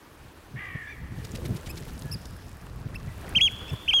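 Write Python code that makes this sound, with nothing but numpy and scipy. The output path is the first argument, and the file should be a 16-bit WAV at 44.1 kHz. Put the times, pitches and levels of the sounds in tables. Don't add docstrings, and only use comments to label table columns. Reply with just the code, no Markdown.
import sys
import numpy as np
from scipy import signal
from scipy.io import wavfile
from scipy.ndimage import uniform_filter1d

SR = 44100
rng = np.random.default_rng(int(sys.argv[2]) if len(sys.argv) > 2 else 0)


def unload_wav(signal):
    wavfile.write(
        sys.argv[1],
        SR,
        np.round(np.clip(np.atleast_2d(signal).T, -1, 1) * 32767).astype(np.int16),
    )


N = 176400
TIME = np.arange(N) / SR
STIRRED = TIME > 1.151


def from_db(db):
    return 10 ** (np.asarray(db) / 20)


def unit_rms(x):
    return x / np.sqrt(np.mean(x ** 2) + 1e-20)


def curves(rows):
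    times, *columns = np.transpose(rows)
    return [np.interp(TIME, times, column) for column in columns]


def eq_db(eq, hz):
    freqs, gains_db = np.transpose(eq)
    return np.interp(np.log(hz), np.log(freqs), gains_db)


def gate(rows):
    return np.clip(np.minimum(TIME - rows[0][0], rows[-1][0] - TIME) / .002, 0, 1)


def drift(rate_hz):
    pole = np.exp(-40 * np.pi * rate_hz / SR)
    slow = signal.lfilter([1], [1, -2 * pole, pole * pole], rng.standard_normal(N // 20 + 2002))[2000:]
    return np.interp(np.arange(N) / 20, np.arange(len(slow)), unit_rms(slow))


def resonate(x, hz, width_hz):
    r = np.exp(-np.pi * width_hz / SR)
    feedback = [1, -2 * r * np.cos(2 * np.pi * hz / SR), r * r]
    return signal.lfilter(np.array([1, 0, -1]) * (1 - r * r) / 2, feedback, x + 1e-18)


def noise(eq):
    low, high = eq[0][0], min(eq[-1][0], SR * .45)
    edges = np.geomspace(low, high, int(2 * np.log2(high / low)) + 2)
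    out, white = 0, rng.standard_normal((2, N))
    for k, band in enumerate(zip(edges, edges[1:])):
        gain = from_db(eq_db(eq, np.sqrt(band[0] * band[1])) + 1.5 * drift(25))
        out += gain * signal.sosfilt(signal.butter(2, band, "band", fs=SR, output="sos"), white[k % 2])
    return unit_rms(out)


def grains(eq, per_s, spread_db, cycles, pitches):
    hits = rng.random(N) < per_s / SR
    clicks = hits * from_db(spread_db * np.minimum(rng.exponential(1, N), 4)) * rng.choice([-1, 1], N)
    out, dealt = 0, rng.integers(0, pitches, N)
    for k, hz in enumerate(np.geomspace(eq[1][0], eq[-2][0], pitches)):
        out += from_db(eq_db(eq, hz)) * resonate(clicks * (dealt == k), hz, 1.35 * hz / cycles)
    return unit_rms(out)


# time in seconds, relative level in dB.
WIND_FADER = [(0, -64), (.5, -55.5), (.56, -54.5), (1.08, -52), (1.17, -45), (2.08, -46), (2.55, -50.5),
              (2.8, -42.5), (3.72, -50), (3.82, -51)]
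# frequency in Hz, gain in dB.
WIND_EQ = [(20, -10), (40, -1.5), (70, 3), (130, -4), (200, -7.5), (300, -26), (500, -26)]
# centre in seconds, level in dB, half-width in seconds.
BUFFETS = [(0.558, -35, 0.022), (0.757, -27, 0.004), (1.12, -33.5, 0.0081), (1.188, -34, 0.011),
           (1.346, -31.5, 0.0076), (1.459, -26.5, 0.0041), (1.499, -25.5, 0.018), (1.528, -22.5, 0.0028),
           (1.551, -29, 0.0083), (1.678, -37, 0.0091), (1.824, -40, 0.013), (2.025, -39, 0.0067),
           (2.054, -30, 0.008), (2.111, -35, 0.01), (2.158, -30.5, 0.0096), (2.864, -29, 0.0069),
           (3.078, -30.5, 0.01), (3.377, -29, 0.0084), (3.733, -25, 0.0095)]

def wind(buffet_hz=117.2):
    db, = curves(WIND_FADER)
    out = from_db(db + 5.5 + 2.5 * drift(7.2)) * noise(WIND_EQ)
    for centre, level_db, half_width in BUFFETS:
        swell = np.exp(-.5 * np.minimum(((TIME - centre) / half_width) ** 2, 100))
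        rumble = resonate(rng.standard_normal(N), buffet_hz, width_hz=55)
        eddy = swell * resonate(rumble, buffet_hz, width_hz=110)
        out += from_db(level_db) * eddy * np.sqrt(np.sum(swell ** 2) / np.sum(eddy ** 2))
    return out


# time in seconds, relative level in dB.
LAP_FADER = [(0, -54), (1.0, -54), (1.53, -51.5), (1.85, -51.5), (2.55, -54), (3.15, -52.5), (3.3, -44),
             (3.45, -53.5), (3.67, -46.5), (3.8, -51)]
# frequency in Hz, gain in dB.
LAP_EQ = [(250, 4.5), (400, -0.5), (650, -4), (1000, -4), (1900, -8), (3000, -20.5), (5000, -23)]

def lapping():
    db, = curves(LAP_FADER)
    wash = from_db(1) * noise(LAP_EQ)
    bubbles = from_db(-4.5) * grains(LAP_EQ, per_s=180, spread_db=2.2, cycles=17, pitches=24)
    return from_db(db) * (wash + STIRRED * bubbles)


# time in seconds, relative level in dB.
SPRAY_FADER = [(0, -66), (1.1, -66.5), (1.2, -60.5), (1.5, -60.5), (1.9, -60), (2.1, -62), (2.9, -67.5),
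               (3.25, -60), (3.5, -61), (4.0, -60.5)]
# frequency in Hz, gain in dB.
SPRAY_EQ = [(2500, 0.5), (4000, -3.5), (7000, -7.5), (11000, -7.5), (13500, -10), (15800, -4)]

def spray():
    db, = curves(SPRAY_FADER)
    hiss = from_db(4.5) * noise(SPRAY_EQ)
    droplets = from_db(-1) * grains(SPRAY_EQ, per_s=700, spread_db=7.5, cycles=4, pitches=14)
    return from_db(db) * (hiss + STIRRED * droplets)


# time in seconds, pitch in Hz, relative level in dB,
# buzz in dB (the gain on every harmonic but the leading one).
HARSH_CONTOUR = [(.558, 353, -57, 6), (.573, 361, -41.5, -3), (.60, 404.4, -39.5, -1),
                 (.65, 397.5, -39, -4), (.70, 384.3, -44.5, 2), (.75, 370, -42, -3.5),
                 (.81, 367.5, -41.5, -5.5), (.85, 343, -43, -10), (.885, 345, -40, -11),
                 (.925, 345.6, -48, -6)]
# frequency in Hz, gain in dB.
THROAT_EQ = [(800, -23), (1200, -10.5), (1520, -21), (1680, -1), (1900, 0), (2400, -8), (2540, -28),
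             (2750, -11), (2980, -22), (3130, -17), (3700, -30)]

def harsh_call(leading_harmonic=5, rasp_sweep=.13, rasp_depth=.25):
    pitch, db, buzz_db = curves(HARSH_CONTOUR)
    rasp_hz = 64 - 23 * (TIME - HARSH_CONTOUR[0][0])
    cycle = np.cumsum(rasp_hz) / SR % 1
    sweep = 1 + rasp_sweep * (uniform_filter1d(cycle, size=150) - .5)
    hz = pitch * sweep * (1 + .008 * drift(390))
    phase = 2 * np.pi * np.cumsum(hz) / SR
    voice = 0
    for k in range(2, 10):
        harmonic_db = eq_db(THROAT_EQ, k * hz) + (k != leading_harmonic) * (buzz_db + 2.5 * drift(200))
        voice += np.sqrt(2) * from_db(harmonic_db) * np.sin(k * phase + .5 * drift(60))
    breath = .15 * unit_rms(resonate(rng.standard_normal(N), hz=1830, width_hz=140))
    choke = 1 - rasp_depth * np.cos(2 * np.pi * cycle)
    return (voice + breath) * choke * from_db(db) * gate(HARSH_CONTOUR)


# peak time, rise and fall in seconds, top pitch in Hz, pitch sag at the start
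# and at the end as fractions, then the levels of harmonics 1 to 5 in dB.
CHIPS = [(0.91, .06, 0.057, 1186, 0.15, 0.15, -63, -47, -60.5, -72, -71),
         (1.711, 0.024, 0.0057, 2592, 0.15, .04, -42.5, -49.5, -50.5, -49, -50),
         (2.127, 0.016, .025, 2673, .13, .14, -53.5, -35, -59, -46.5, -53),
         (2.961, 0.023, 0.0068, 2690, 0.77, 0.087, -40.5, -53.5, -73, -59, -57),
         (3.695, 0.019, 0.017, 2710, .13, 0.15, -43, -51, -63, -78, -81)]

def chips():
    out, waver = 0, 1 + .009 * drift(170)
    flutters = [from_db(3.5 * drift(150)) for _ in range(5)]
    for peak, rise, fall, top_hz, start_sag, end_sag, *levels in CHIPS:
        rising = TIME < peak
        droop = np.clip((TIME - peak) / np.where(rising, rise, fall), -1, 1) ** 2
        hz = top_hz * (1 - np.where(rising, start_sag, end_sag) * droop) * waver
        phase = 2 * np.pi * np.cumsum(hz) / SR
        tone = sum(from_db(db) * flutters[k - 1] * np.sin(k * phase) for k, db in enumerate(levels, 1))
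        out += np.sqrt(2) * (1 - droop) * tone
    return out


# frequency in Hz, gain in dB.
CHURN_EQ = [(250, -6), (330, 6), (450, 5), (700, -21.5), (1000, -14)]

def churn(centre_s=1.518, half_width_s=.21):
    swell = from_db(-44) * np.exp(-.5 * ((TIME - centre_s) / half_width_s) ** 2)
    return swell * grains(CHURN_EQ, per_s=150, spread_db=3.7, cycles=17.9, pitches=10)


# start in seconds, peak level in dB, pitch in Hz.
DROPS = [(1.247, -36.5, 4200), (1.317, -36.5, 6500), (1.354, -42, 3700), (1.452, -35.5, 2170),
         (1.661, -37, 3240), (1.775, -33, 3900), (1.8, -43, 7460), (1.992, -36.5, 8460),
         (2.021, -31.5, 4360), (2.255, -34.5, 4860), (2.667, -37, 1220), (2.903, -40, 820),
         (3.292, -33.5, 10000), (3.937, -23.5, 890)]

def drops(t60_s=.02):
    out = 0
    for start, db, hz in DROPS:
        decay = (TIME >= start) * from_db(-60 * np.clip((TIME - start) / t60_s, 0, 2))
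        plop = resonate(decay * rng.standard_normal(N), hz, width_hz=.27 * hz)
        out += from_db(db) * plop / np.max(np.abs(plop) + 1e-12)
    return out


# centre in seconds, relative level in dB.
WING_BEATS = [(1.251, -37), (1.356, -35), (1.461, -38), (1.568, -42), (1.671, -42), (1.779, -41.5),
              (1.888, -48)]
# frequency in Hz, gain in dB.
SWISH_EQ = [(300, 0), (1500, 5.5), (4000, 9.5), (8000, 1.5), (12000, -3), (15500, -11)]

def wings():
    strokes = 0
    for centre, db in WING_BEATS:
        half_width_s = .004 + .007 * (centre - WING_BEATS[0][0])
        strokes += from_db(db - 5) * np.exp(-.5 * ((TIME - centre) / half_width_s) ** 2)
    swish = noise(SWISH_EQ)
    crackle = from_db(-1) * grains(SWISH_EQ, per_s=2600, spread_db=5, cycles=5.2, pitches=12)
    return strokes * (swish + crackle)


# centre in seconds, length in seconds, pitch in Hz, level in dB.
FAR_CALLS = [(2.087, 0.11, 1708, -53.5), (3.107, .1, 1970, -58)]

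def far_birds():
    out, waver = 0, 1 + .025 * drift(120)
    for centre, length, hz, db in FAR_CALLS:
        arch = np.clip(1 - (2 * (TIME - centre) / length) ** 2, 0, 1)
        out += from_db(db) * arch * np.sqrt(2) * np.sin(2 * np.pi * np.cumsum(hz * waver) / SR)
    return out


# time in seconds, pitch in Hz, level in dB.
PIPE_CONTOURS = [
    [(3.349, 2246, -31), (3.356, 2750, -21), (3.362, 3160, -18.5), (3.369, 3193, -16), (3.376, 3124, -17.5),
     (3.386, 2620, -23), (3.398, 1876, -36.5), (3.410, 2620, -20.5), (3.416, 3297, -16), (3.430, 3347, -19),
     (3.458, 3282, -18), (3.470, 3134, -21), (3.478, 2750, -21), (3.488, 1970, -36.5)],
    [(3.877, 2270, -31), (3.884, 2770, -23), (3.890, 3160, -21), (3.897, 3110, -18.5), (3.903, 3083, -23),
     (3.913, 2456, -25.5), (3.921, 2170, -36.5), (3.931, 2530, -23), (3.937, 3240, -18.5),
     (3.949, 3298, -18), (3.974, 3254, -19.5), (3.987, 3160, -20.5), (4.0, 2810, -24.5), (4.012, 2060, -51)],
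]
PIPE_OVERTONES_DB = [-26, -39, -49]
# time in seconds, overtone gain in dB.
PIPE_BRIGHTNESS = [(3.36, -1), (3.42, 1), (3.455, 11), (3.49, -6.5), (3.89, -3), (3.96, 0), (4.0, 0)]

def piping():
    bright_db, = curves(PIPE_BRIGHTNESS)
    out = 0
    for call in PIPE_CONTOURS:
        pitch, db = curves(call)
        hz = uniform_filter1d(pitch, size=130) * (1 + .003 * drift(167))
        phase = 2 * np.pi * np.cumsum(hz) / SR
        tone = np.sin(phase)
        for k, base_db in enumerate(PIPE_OVERTONES_DB, 2):
            gain = from_db(base_db + bright_db + 2 * drift(55))
            tone += gain * np.sin(k * (phase + .12 * drift(300)))
        out += np.sqrt(2) * tone * gate(call) * from_db(db + .7 * drift(70))
    return out


def shore_echo(x, flying, paths, fade_db_per_s=25.5):
    out, energy = 0, 0
    pivot_s = PIPE_CONTOURS[0][-1][0]
    for k, (place, scatter) in enumerate(rng.random((paths, 2))):
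        delay = .019 + .7 * (k + place) / paths
        speed = 1 + flying * min(.18 * delay, .068) * (1 - .38 * scatter ** 2)
        gain = from_db(-fade_db_per_s * delay)
        out += gain * np.interp(pivot_s + (TIME - delay - pivot_s) * speed, TIME, x, left=0, right=0)
        energy += gain ** 2
    return out / np.sqrt(energy)


def scene():
    pipes, peeps, other_calls = piping(), chips(), harsh_call() + far_birds()
    echo_send = from_db(-15) * peeps + from_db(-8) * resonate(other_calls, hz=1900, width_hz=2700)
    echoes = from_db(-19) * shore_echo(pipes, flying=True, paths=90)
    echoes += shore_echo(echo_send, flying=False, paths=50)
    birds = pipes + peeps + other_calls + echoes + wings()
    water = drops() + lapping() + spray() + churn()
    return (birds + water + wind())[None]


def record(dry):
    return signal.sosfilt(signal.ellip(12, .1, 80, 15800, fs=SR, output="sos"), dry)


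dry = scene()
out = record(dry)
unload_wav(out)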